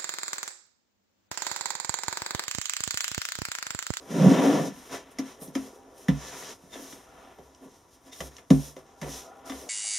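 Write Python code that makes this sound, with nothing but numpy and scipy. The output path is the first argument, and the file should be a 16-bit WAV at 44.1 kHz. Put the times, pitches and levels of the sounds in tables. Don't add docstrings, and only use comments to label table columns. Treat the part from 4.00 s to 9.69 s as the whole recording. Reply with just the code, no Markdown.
import sys
import numpy as np
from scipy import signal
from scipy.fft import rfft, irfft, next_fast_len
from scipy.io import wavfile
from scipy.ndimage import uniform_filter1d, map_coordinates

SR = 44100
rng = np.random.default_rng(int(sys.argv[2]) if len(sys.argv) > 2 else 0)


def dump(signal):
    limited = np.clip(np.atleast_2d(signal).T, -1, 1)
    pcm = np.round(limited * 32767).astype(np.int16)
    wavfile.write(sys.argv[1], SR, pcm)


N = 250929
TIME_S = np.arange(N) / SR

# mode_hz, level_db, free_t60_s
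BENCH_MODES = [(65.1, 0, 0.35)]
BOARD_LOW_MODES = [(145.9, -3.5, 0.47), (183.7, 9.5, 0.083)]
BOARD_MID_MODES = [(218.6, -15.5, 0.39), (266.9, -1, 0.24), (303.6, -5.5, 0.14)]
BOARD_HIGH_MODES = [(381.4, -6.5, 0.15), (513, -7, 0.11), (573, -3, 0.064), (696, -10, 0.06),
                    (1080, -7, 0.02)]
BRUSH_BACK_MODES = [(1190, -1.5, 0.044), (1752, 4, 0.02), (2047, 0, 0.042), (2367, -10, 0.051),
                    (2740, -9, 0.032), (3142, -5, 0.043), (3603, -5, 0.058)]
BOX_WALL_MODES = [(655, -3, .07), (790, 0, .09), (1000, -9, .05), (1250, -6, .06), (1420, -9, .06)]
# start_s, crack_db, bench_db, board_low_db, board_mid_db, board_high_db, brush_back_db, free_ring_s
KNOCKS = [(1.1863, -33, -67, -45, -22, -34, -38, 0.097), (1.4121, -56, -71, -46, -45, -52, -75, 0.15),
          (1.4759, -50.5, -68, -45, -41, -44, -77, 0.046), (1.5521, -34.5, -47, -47, -19, -27, -34.5, 0.15),
          (2.0838, -35.5, -26.5, -15.5, -19, -27, -31, 0.09), (2.632, -75, -70, -53, -53, -57, -75, 0.07),
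          (2.755, -62, -75, -70, -39, -39, -48, 0.12), (2.791, -60, -75, -71, -42, -47, -53, 0.016),
          (2.816, -65, -75, -69, -40, -50, -59, 0.087), (2.925, -60, -86, -61, -43, -59, -50, 0.18),
          (3.3861, -60, -49, -56.5, -56.5, -39.5, -60, 0.074),
          (3.6523, -74, -71, -56, -45.5, -43.5, -67, 0.12),
          (4.2044, -36.5, -33, -40, -45.5, -28.5, -37.5, 0.11),
          (4.383, -50, -78, -74, -76, -46, -50, 0.091), (4.5038, -29.5, -24, -12, -10, -15, -32, 0.097),
          (4.765, -50, -80, -59, -73, -35.5, -51.5, 0.105),
          (5.015, -39.5, -58, -33.5, -49, -42, -40.5, 0.13),
          (5.0283, -54, -34, -44, -35, -35, -42.5, 0.059), (5.0832, -60, -40.5, -51, -39.5, -35, -57, 0.13),
          (5.497, -40, -62, -69, -32, -36, -39, 0.068), (5.5195, -63, -39, -71, -46, -37, -41, 0.19)]
# time_s, board_low_db, board_mid_db, hiss_db, rasp_db, rumble_db
DRAG = [(0.05, -71, -91, -85, -69, -66), (0.11, -38, -41, -49.5, -47, -43),
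        (0.17, -28.5, -29.5, -46.5, -41.5, -34), (0.21, -22.5, -34, -44, -38, -29),
        (0.274, -12.5, -24, -41.5, -36.5, -26.5), (0.31, -22, -22.5, -42.5, -35, -27.5),
        (0.356, -29, -25, -42, -34.5, -28), (0.384, -31.5, -20.5, -42.5, -36, -26),
        (0.46, -36, -26.5, -40.5, -33, -24.5), (0.54, -29.5, -19, -42, -35.5, -30.5),
        (0.575, -29, -32, -42.5, -37, -29.5), (0.68, -33.5, -36.5, -45.5, -47, -39.5),
        (0.73, -42, -50, -61.5, -60, -56), (0.86, -85, -56, -85, -79, -74)]
# touch_s, rise_s, hold_s, lift_s, hiss_db, dust_over_hiss_db, rasp_db, rumble_db
STROKES = [(0.659, 0.12, 0.1, 0.08, -56, -5.5, -57, -68),
           (0.877, 0.051, 0.027, 0.089, -44, -10, -40.5, -40),
           (1.099, 0.014, 0.01, 0.056, -64.5, 2, -74, -61), (1.138, 0.13, 0.047, 0.1, -53, -8, -53, -72),
           (1.387, 0.033, 0.015, 0.08, -51.5, 5.5, -75.5, -48.5),
           (1.522, 0.03, 0.12, 0.11, -52.5, -6.5, -58, -53.5),
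           (1.901, 0.081, 0.057, 0.067, -59.5, -2.5, -70, -74),
           (2.006, 0.22, 0.29, 0.057, -45.5, -10, -49, -52.5),
           (2.666, 0.068, 0.20, 0.11, -50, -6, -61, -58), (2.704, 0.034, 0.036, 0.14, -68, -10, -49, -50),
           (3.587, 0.039, 0.021, 0.087, -66, 1.5, -65, -53),
           (3.657, 0.041, 0.062, 0.068, -63.5, -12, -70, -69),
           (3.858, 0.075, 0.023, 0.071, -64.5, -4.5, -81, -73),
           (4.015, 0.056, 0.028, 0.04, -61, -7.5, -60.5, -57),
           (4.11, 0.014, 0.078, 0.023, -52, -5, -63, -62), (4.17, 0.033, 0.076, 0.045, -53, -3, -60, -54),
           (4.294, 0.017, 0.08, 0.17, -62, -7, -60, -59.5),
           (4.496, 0.032, 0.16, 0.092, -49, -3.5, -63, -52.5),
           (4.757, 0.02, 0.015, 0.073, -62, -7, -58.5, -56),
           (4.814, 0.052, 0.032, 0.18, -65.5, -12, -65.5, -75),
           (4.975, 0.14, 0.075, 0.12, -43.5, -8, -56.5, -57),
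           (5.006, 0.017, 0.056, 0.075, -56, -4, -50, -41), (5.441, 0.02, 0.15, 0.26, -50, -6, -56.5, -59)]
# time_s, hiss_db, rasp_db, rumble_db, hollow_ring_db
RUSTLE = [(0.0, -63, -61.5, -54, -59), (1.05, -68.5, -58, -59, -76), (1.8, -67.5, -69, -55.5, -61.5),
          (2.5, -71, -59, -56.5, -69), (2.6, -66.5, -69.5, -62, -78.5), (2.8, -61, -64.5, -56.5, -74),
          (3.25, -67.5, -56.5, -59, -58), (3.5, -67, -69.5, -62, -73), (4.4, -71, -78, -74, -81),
          (5.25, -69, -63, -54.5, -54.5), (5.42, -69.5, -65, -58.5, -55.5), (5.49, -82, -56, -50, -44.5),
          (5.69, -68, -69, -52.5, -69)]
# start_s, level_db
TICKS = [(3.548, -45.5), (4.367, -37)]
# peak_s, rise_s, fading_s, level_db
SCRATCHES = [(2.741, 0.012, 0.01, -45), (4.13, 0.0076, 0.012, -46.5)]
# start_s, level_db
WHINES = [(0.7, -69), (3.3, -73)]
# freq_hz, level_db
HISS_SPECTRUM = [(2500, -8), (4500, 3), (6000, 3.5), (8000, -4.5), (11000, -37), (16000, -71)]
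DUST_SPECTRUM = [(6000, -23.5), (8500, -3), (12000, -4), (16000, -20.5)]
RASP_SPECTRUM = [(500, 7), (1000, 8), (2000, 1), (3500, -1), (6000, -8), (16000, -28)]
PRESS_SPECTRUM = [(40, -41), (200, -6.5), (380, 12.5), (600, 9), (900, 2), (1600, -37), (8000, -57)]
SHOP_SPECTRUM = [(18, -31), (30, 0), (69, 10.5), (182, -1), (324, 7.5), (455, -6.5), (945, 1.5),
                 (2360, -18), (6210, -52), (15500, -49)]
# freq_hz, gain_db
THIN_BOARD = [(25, -55), (60, -40), (100, -24), (135, 0.5)]
# centre_hz, half_width_hz (to 1/e of the dB depth), gain_db
HOUSING_DIPS = [(4500, 540, -9), (7850, 560, -8.5)]
# freq_hz, side_gain_db
SIDE_WIDTH = [(60, -19.5), (110, -9), (200, -16), (380, -15), (700, -9.5), (1290, -7), (2380, -9),
              (4400, -14), (8120, -0.5), (15000, -0.5)]
# freq_hz, left_minus_right_db
LEAN = [(300, -0.5), (1000, 1.5), (4000, 0.9), (12000, -0.5)]

SHOP_DB = -63
ALCOVE_T60_S, ALCOVE_DB = 0.091, -9
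ALCOVE_LOW_HZ = 450
TOP_HZ = 15700
SETTLED_DB = -12
SLOW_BASS_S = 0.0018
DRAG_DUST_OVER_HISS_DB, RUSTLE_DUST_OVER_HISS_DB = -10, -6
STROKE_EDGE_DB = -23.5
SWELL_DB_PER_S = 3.5
SCATTER_RASP_DB, SCATTER_RUMBLE_DB, SCATTER_FADE_S = -8.5, -15, 0.036
TICK_FADE_S = 0.0018
SHIFT_S = 0.00125
SCRATCH_HISS = 0.88
WHINE_HZ, WHINE_S = 11760, 0.21
SLIDE_END_HZ, SLIDE_DROP_HZ, SLIDE_S = 11524.8, 3740, 0.09


def undb(db):
    return 10 ** (np.asarray(db) / 20)


def unit(x):
    return x / np.sqrt(np.mean(x ** 2))


def shape(x, points):
    hz, db = np.transpose(points)
    size = next_fast_len(N)
    log_f = np.log(np.maximum(np.arange(size // 2 + 1) * SR / size, 1))
    gain = undb(np.interp(log_f, np.log(hz), db))
    return irfft(rfft(x, size) * gain, size)[..., :N]


def noise(points):
    return unit(shape(rng.standard_normal(N), points))


def walk(rate_hz):
    hold = int(SR / rate_hz)
    steps = np.repeat(rng.standard_normal(N // hold + 1), hold)
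    return 0.89 * uniform_filter1d(uniform_filter1d(steps, hold), hold)[:N]


def curves(table):
    s, *columns = np.transpose(table)
    return [undb(np.interp(TIME_S, s, c, left=-120, right=-120)) for c in columns]


def joined(*gains):
    return np.sqrt(sum(g ** 2 for g in gains))


def decaying(kicks, fade_s):
    return signal.lfilter([1], [1, -np.exp(-1 / (fade_s * SR))], kicks)


def highpass(x, order, hz):
    return signal.sosfilt(signal.butter(order, hz, "high", fs=SR, output="sos"), x)


def pole(x, hz, t60_s):
    return signal.lfilter([1], [1, -np.exp((2j * np.pi * hz - np.log(1000) / t60_s) / SR)], x)


def grains(rate_hz, scatter_db):
    slips = rng.random(N) < rate_hz / SR
    sizes = rng.standard_normal(N) * undb(scatter_db * rng.standard_exponential(N))
    return unit(slips * sizes)


def rubbed(modes, t60_factor, rate_hz):
    jolts = grains(rate_hz, scatter_db=1.0)
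    out = 0
    for k, (hz, db, t60_s) in enumerate(modes):
        ring = pole(jolts, hz, t60_s * t60_factor).imag / np.sqrt(t60_s)
        out = out + (-1) ** k * undb(db) * ring
    return unit(out)


def strokes():
    power = np.zeros((4, N))
    for s, rise_s, hold_s, lift_s, hiss_db, dust_db, rasp_db, rumble_db in STROKES:
        corners_s = s + np.cumsum(np.abs([0, rise_s, hold_s, lift_s]))
        corners_db = [STROKE_EDGE_DB, 0, 0, STROKE_EDGE_DB]
        db = np.interp(TIME_S, corners_s, corners_db, left=-120, right=-120)
        swell_db = SWELL_DB_PER_S * np.minimum(TIME_S - corners_s[2], 0)
        stroke_hiss_db = db + hiss_db + swell_db
        power += undb([stroke_hiss_db, stroke_hiss_db + dust_db, db + rasp_db, db + rumble_db]) ** 2
    return np.sqrt(power)


def scattered(db):
    kicks = np.zeros(N)
    kicks[(np.transpose(KNOCKS)[0] * SR).astype(int)] = undb(db) ** 2
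    return np.sqrt(decaying(kicks, SCATTER_FADE_S / 2))


def sand_levels():
    hiss, dust, rasp, rumble = strokes()
    _, _, drag_hiss, drag_rasp, drag_rumble = curves(DRAG)
    low_hiss, low_rasp, low_rumble, _ = curves(RUSTLE)
    _, _, _, _, _, high_db, back_db, _ = np.transpose(KNOCKS)
    drag_dust = drag_hiss * undb(DRAG_DUST_OVER_HISS_DB)
    low_dust = low_hiss * undb(RUSTLE_DUST_OVER_HISS_DB)
    return (joined(hiss, drag_hiss, low_hiss),
            joined(dust, drag_dust, low_dust),
            joined(rasp, drag_rasp, low_rasp, scattered(back_db + SCATTER_RASP_DB)),
            joined(rumble, drag_rumble, low_rumble, scattered(high_db + SCATTER_RUMBLE_DB)))


def sand():
    hiss, dust, rasp, rumble = sand_levels()
    slips = grains(14000, scatter_db=-0.9) * undb(2.0 * walk(24.8))
    fine = hiss * unit(shape(slips, HISS_SPECTRUM))
    fine = fine + dust * undb(1.8 * walk(19)) * unit(shape(slips, DUST_SPECTRUM))

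    coarse = unit(shape(grains(4000, scatter_db=-0.5), RASP_SPECTRUM))
    coarse = coarse + 0.38 * rubbed(BRUSH_BACK_MODES, t60_factor=0.98, rate_hz=3000)

    board = unit(shape(grains(2500, scatter_db=2.0), PRESS_SPECTRUM))
    board = board + 0.5 * rubbed(BOARD_HIGH_MODES, t60_factor=0.32, rate_hz=1500)
    board = board + 0.57 * rubbed(BOARD_MID_MODES[1:2], t60_factor=1.0, rate_hz=820)

    rasping = rasp * undb(1.5 * walk(25)) * unit(coarse)
    rumbling = rumble * undb(1.5 * walk(20)) * unit(board)
    shop = noise(SHOP_SPECTRUM) * undb(SHOP_DB + 0.8 * walk(4))
    return fine + shape(rasping + rumbling, THIN_BOARD) + shop


def hollow():
    level = curves(RUSTLE)[3] * undb(2.5 * walk(15))
    return level * rubbed(BOX_WALL_MODES, t60_factor=1, rate_hz=1500)


def drag():
    low, mid, _, _, rumble = curves(DRAG)
    judder = low * rubbed(BOARD_LOW_MODES, t60_factor=0.58, rate_hz=900)
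    judder = judder + mid * rubbed(BOARD_MID_MODES, t60_factor=0.38, rate_hz=1200)
    high = 0.73 * rumble * undb(2.8 * walk(28.9))
    judder = judder + high * rubbed(BOARD_HIGH_MODES[:3], t60_factor=0.92, rate_hz=900)
    wandering_s = TIME_S + SHIFT_S * walk(12)
    judder = map_coordinates(judder, [wandering_s * SR], mode="mirror")
    return shape(judder, THIN_BOARD)


def whine():
    out = 0
    for s, db in WHINES:
        t = np.clip(TIME_S - s, 0, WHINE_S)
        slide_turns = SLIDE_END_HZ * t - SLIDE_DROP_HZ * SLIDE_S * np.exp(-t / SLIDE_S)
        sliding = 0.5 * np.sin(2 * np.pi * slide_turns)
        steady = t / WHINE_S * np.sin(2 * np.pi * WHINE_HZ * t)
        envelope = np.abs(np.sin(np.pi * t / WHINE_S))
        out = out + undb(db + 3 * walk(40)) * envelope * (sliding + steady)
    return out


def struck(modes, db, turns, free_s, scatter_db, detune):
    t = np.arange(int(0.5 * SR)) / SR
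    out = np.zeros((len(db), len(t)))
    for k, (hz, mode_db, t60_s) in enumerate(modes):
        chance = rng.standard_normal((len(db), 2))
        build = (1 - np.exp(-t * hz / turns)) ** 2
        fade = np.exp(-np.log(1000) * t / t60_s)
        wave = (-1) ** k * np.sin(2 * np.pi * hz * (1 + detune * chance[:, 1:]) * t)
        out += undb(mode_db + scatter_db * chance[:, :1]) * build * fade * wave
    settling = np.clip((t - free_s[:, None]) / 0.025, 0, 1)
    return out * undb(db[:, None] + SETTLED_DB * settling)


def knocks():
    s, crack_db, bench_db, low_db, mid_db, high_db, back_db, free_s = np.transpose(KNOCKS)
    board = (struck(BOARD_MID_MODES, mid_db, 0.39, free_s, scatter_db=1.35, detune=0.0032)
             - struck(BOARD_LOW_MODES, low_db, 0.45, free_s, scatter_db=1.3, detune=0.0052))
    board = highpass(board, 2, 95)
    bench = struck(BENCH_MODES, bench_db, 1.5, free_s + 0.5, scatter_db=1, detune=0.02)
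    rings = np.roll(board + bench, int(SLOW_BASS_S * SR), axis=1)
    rings = rings + struck(BOARD_HIGH_MODES, high_db, 1.0, free_s, scatter_db=2.5, detune=0.024)
    rings = rings + struck(BRUSH_BACK_MODES, back_db, 1.0, free_s, scatter_db=2.5, detune=0.0255)

    t = np.arange(rings.shape[1]) / SR
    spray = shape(rng.standard_normal(N), HISS_SPECTRUM)
    spray = unit(spray + 0.46 * shape(rng.standard_normal(N), DUST_SPECTRUM))
    spray_fade = np.exp(-t / 0.0097)
    splinter, splinter_fade = noise(RASP_SPECTRUM), np.exp(-t / 0.015)
    gravel = noise(PRESS_SPECTRUM)
    gravel_fade = (1 - np.exp(-t / 0.0012)) * np.exp(-t / 0.016)

    out = np.zeros(N + len(t))
    starts = (s * SR).astype(int)
    for at, ring, crack, back, high in zip(starts, rings, undb(crack_db), undb(back_db), undb(high_db)):
        piece = slice(at // 2, at // 2 + len(t))
        burst = crack * spray[piece] * spray_fade
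        burst = burst + 0.45 * back * splinter[piece] * splinter_fade
        burst = burst + 0.34 * high * gravel[piece] * gravel_fade
        out[at:at + len(t)] += ring + burst
    return out[:N]


def scratches():
    gain = 0
    for s, rise_s, fading_s, db in SCRATCHES:
        slope = np.where(TIME_S < s, (TIME_S - s) / rise_s, (s - TIME_S) / fading_s)
        gain = gain + undb(db) * np.exp(slope)
    upper = rubbed(BRUSH_BACK_MODES[-1:], t60_factor=0.4, rate_hz=3000)
    lower = rubbed(BRUSH_BACK_MODES[2:3], t60_factor=0.41, rate_hz=3100)
    return gain * (upper + 0.49 * lower + SCRATCH_HISS * noise(HISS_SPECTRUM))


def ticks():
    s, db = np.transpose(TICKS)
    kicks = np.zeros(N)
    kicks[(s * SR).astype(int)] = undb(db)
    return decaying(kicks, TICK_FADE_S) * noise(HISS_SPECTRUM)


def echoes(x, t60_s):
    t = np.arange(int(0.4 * SR)) / SR
    fade = np.exp(-np.log(1000) * t / t60_s) * np.minimum(t / 0.0015, 1)
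    tail = rng.standard_normal(len(t)) * fade
    return signal.fftconvolve(x, tail / np.sqrt(np.sum(tail ** 2)))[:N]


def scene():
    wood = hollow() + drag() + whine() + knocks() + scratches() + ticks()
    near = wood + sand()
    mid = near + undb(ALCOVE_DB) * highpass(echoes(near, ALCOVE_T60_S), 3, ALCOVE_LOW_HZ)
    side = shape(echoes(wood, t60_s=0.12) + sand(), SIDE_WIDTH)
    lean = np.array(LEAN)
    left = shape(mid + side, lean * [1, 0.5])
    right = shape(mid - side, lean * [1, -0.5])
    return np.array([left, right])


def record(dry):
    size = next_fast_len(N)
    f = np.arange(size // 2 + 1) * SR / size
    dips_db = sum(db * np.exp(-((f - hz) / half_width_hz) ** 2) for hz, half_width_hz, db in HOUSING_DIPS)
    heard = irfft(rfft(dry, size) * undb(dips_db), size)[:, :N]
    return signal.sosfilt(signal.ellip(10, 0.2, 80, TOP_HZ, fs=SR, output="sos"), heard)


dry = scene()
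out = record(dry)
dump(out)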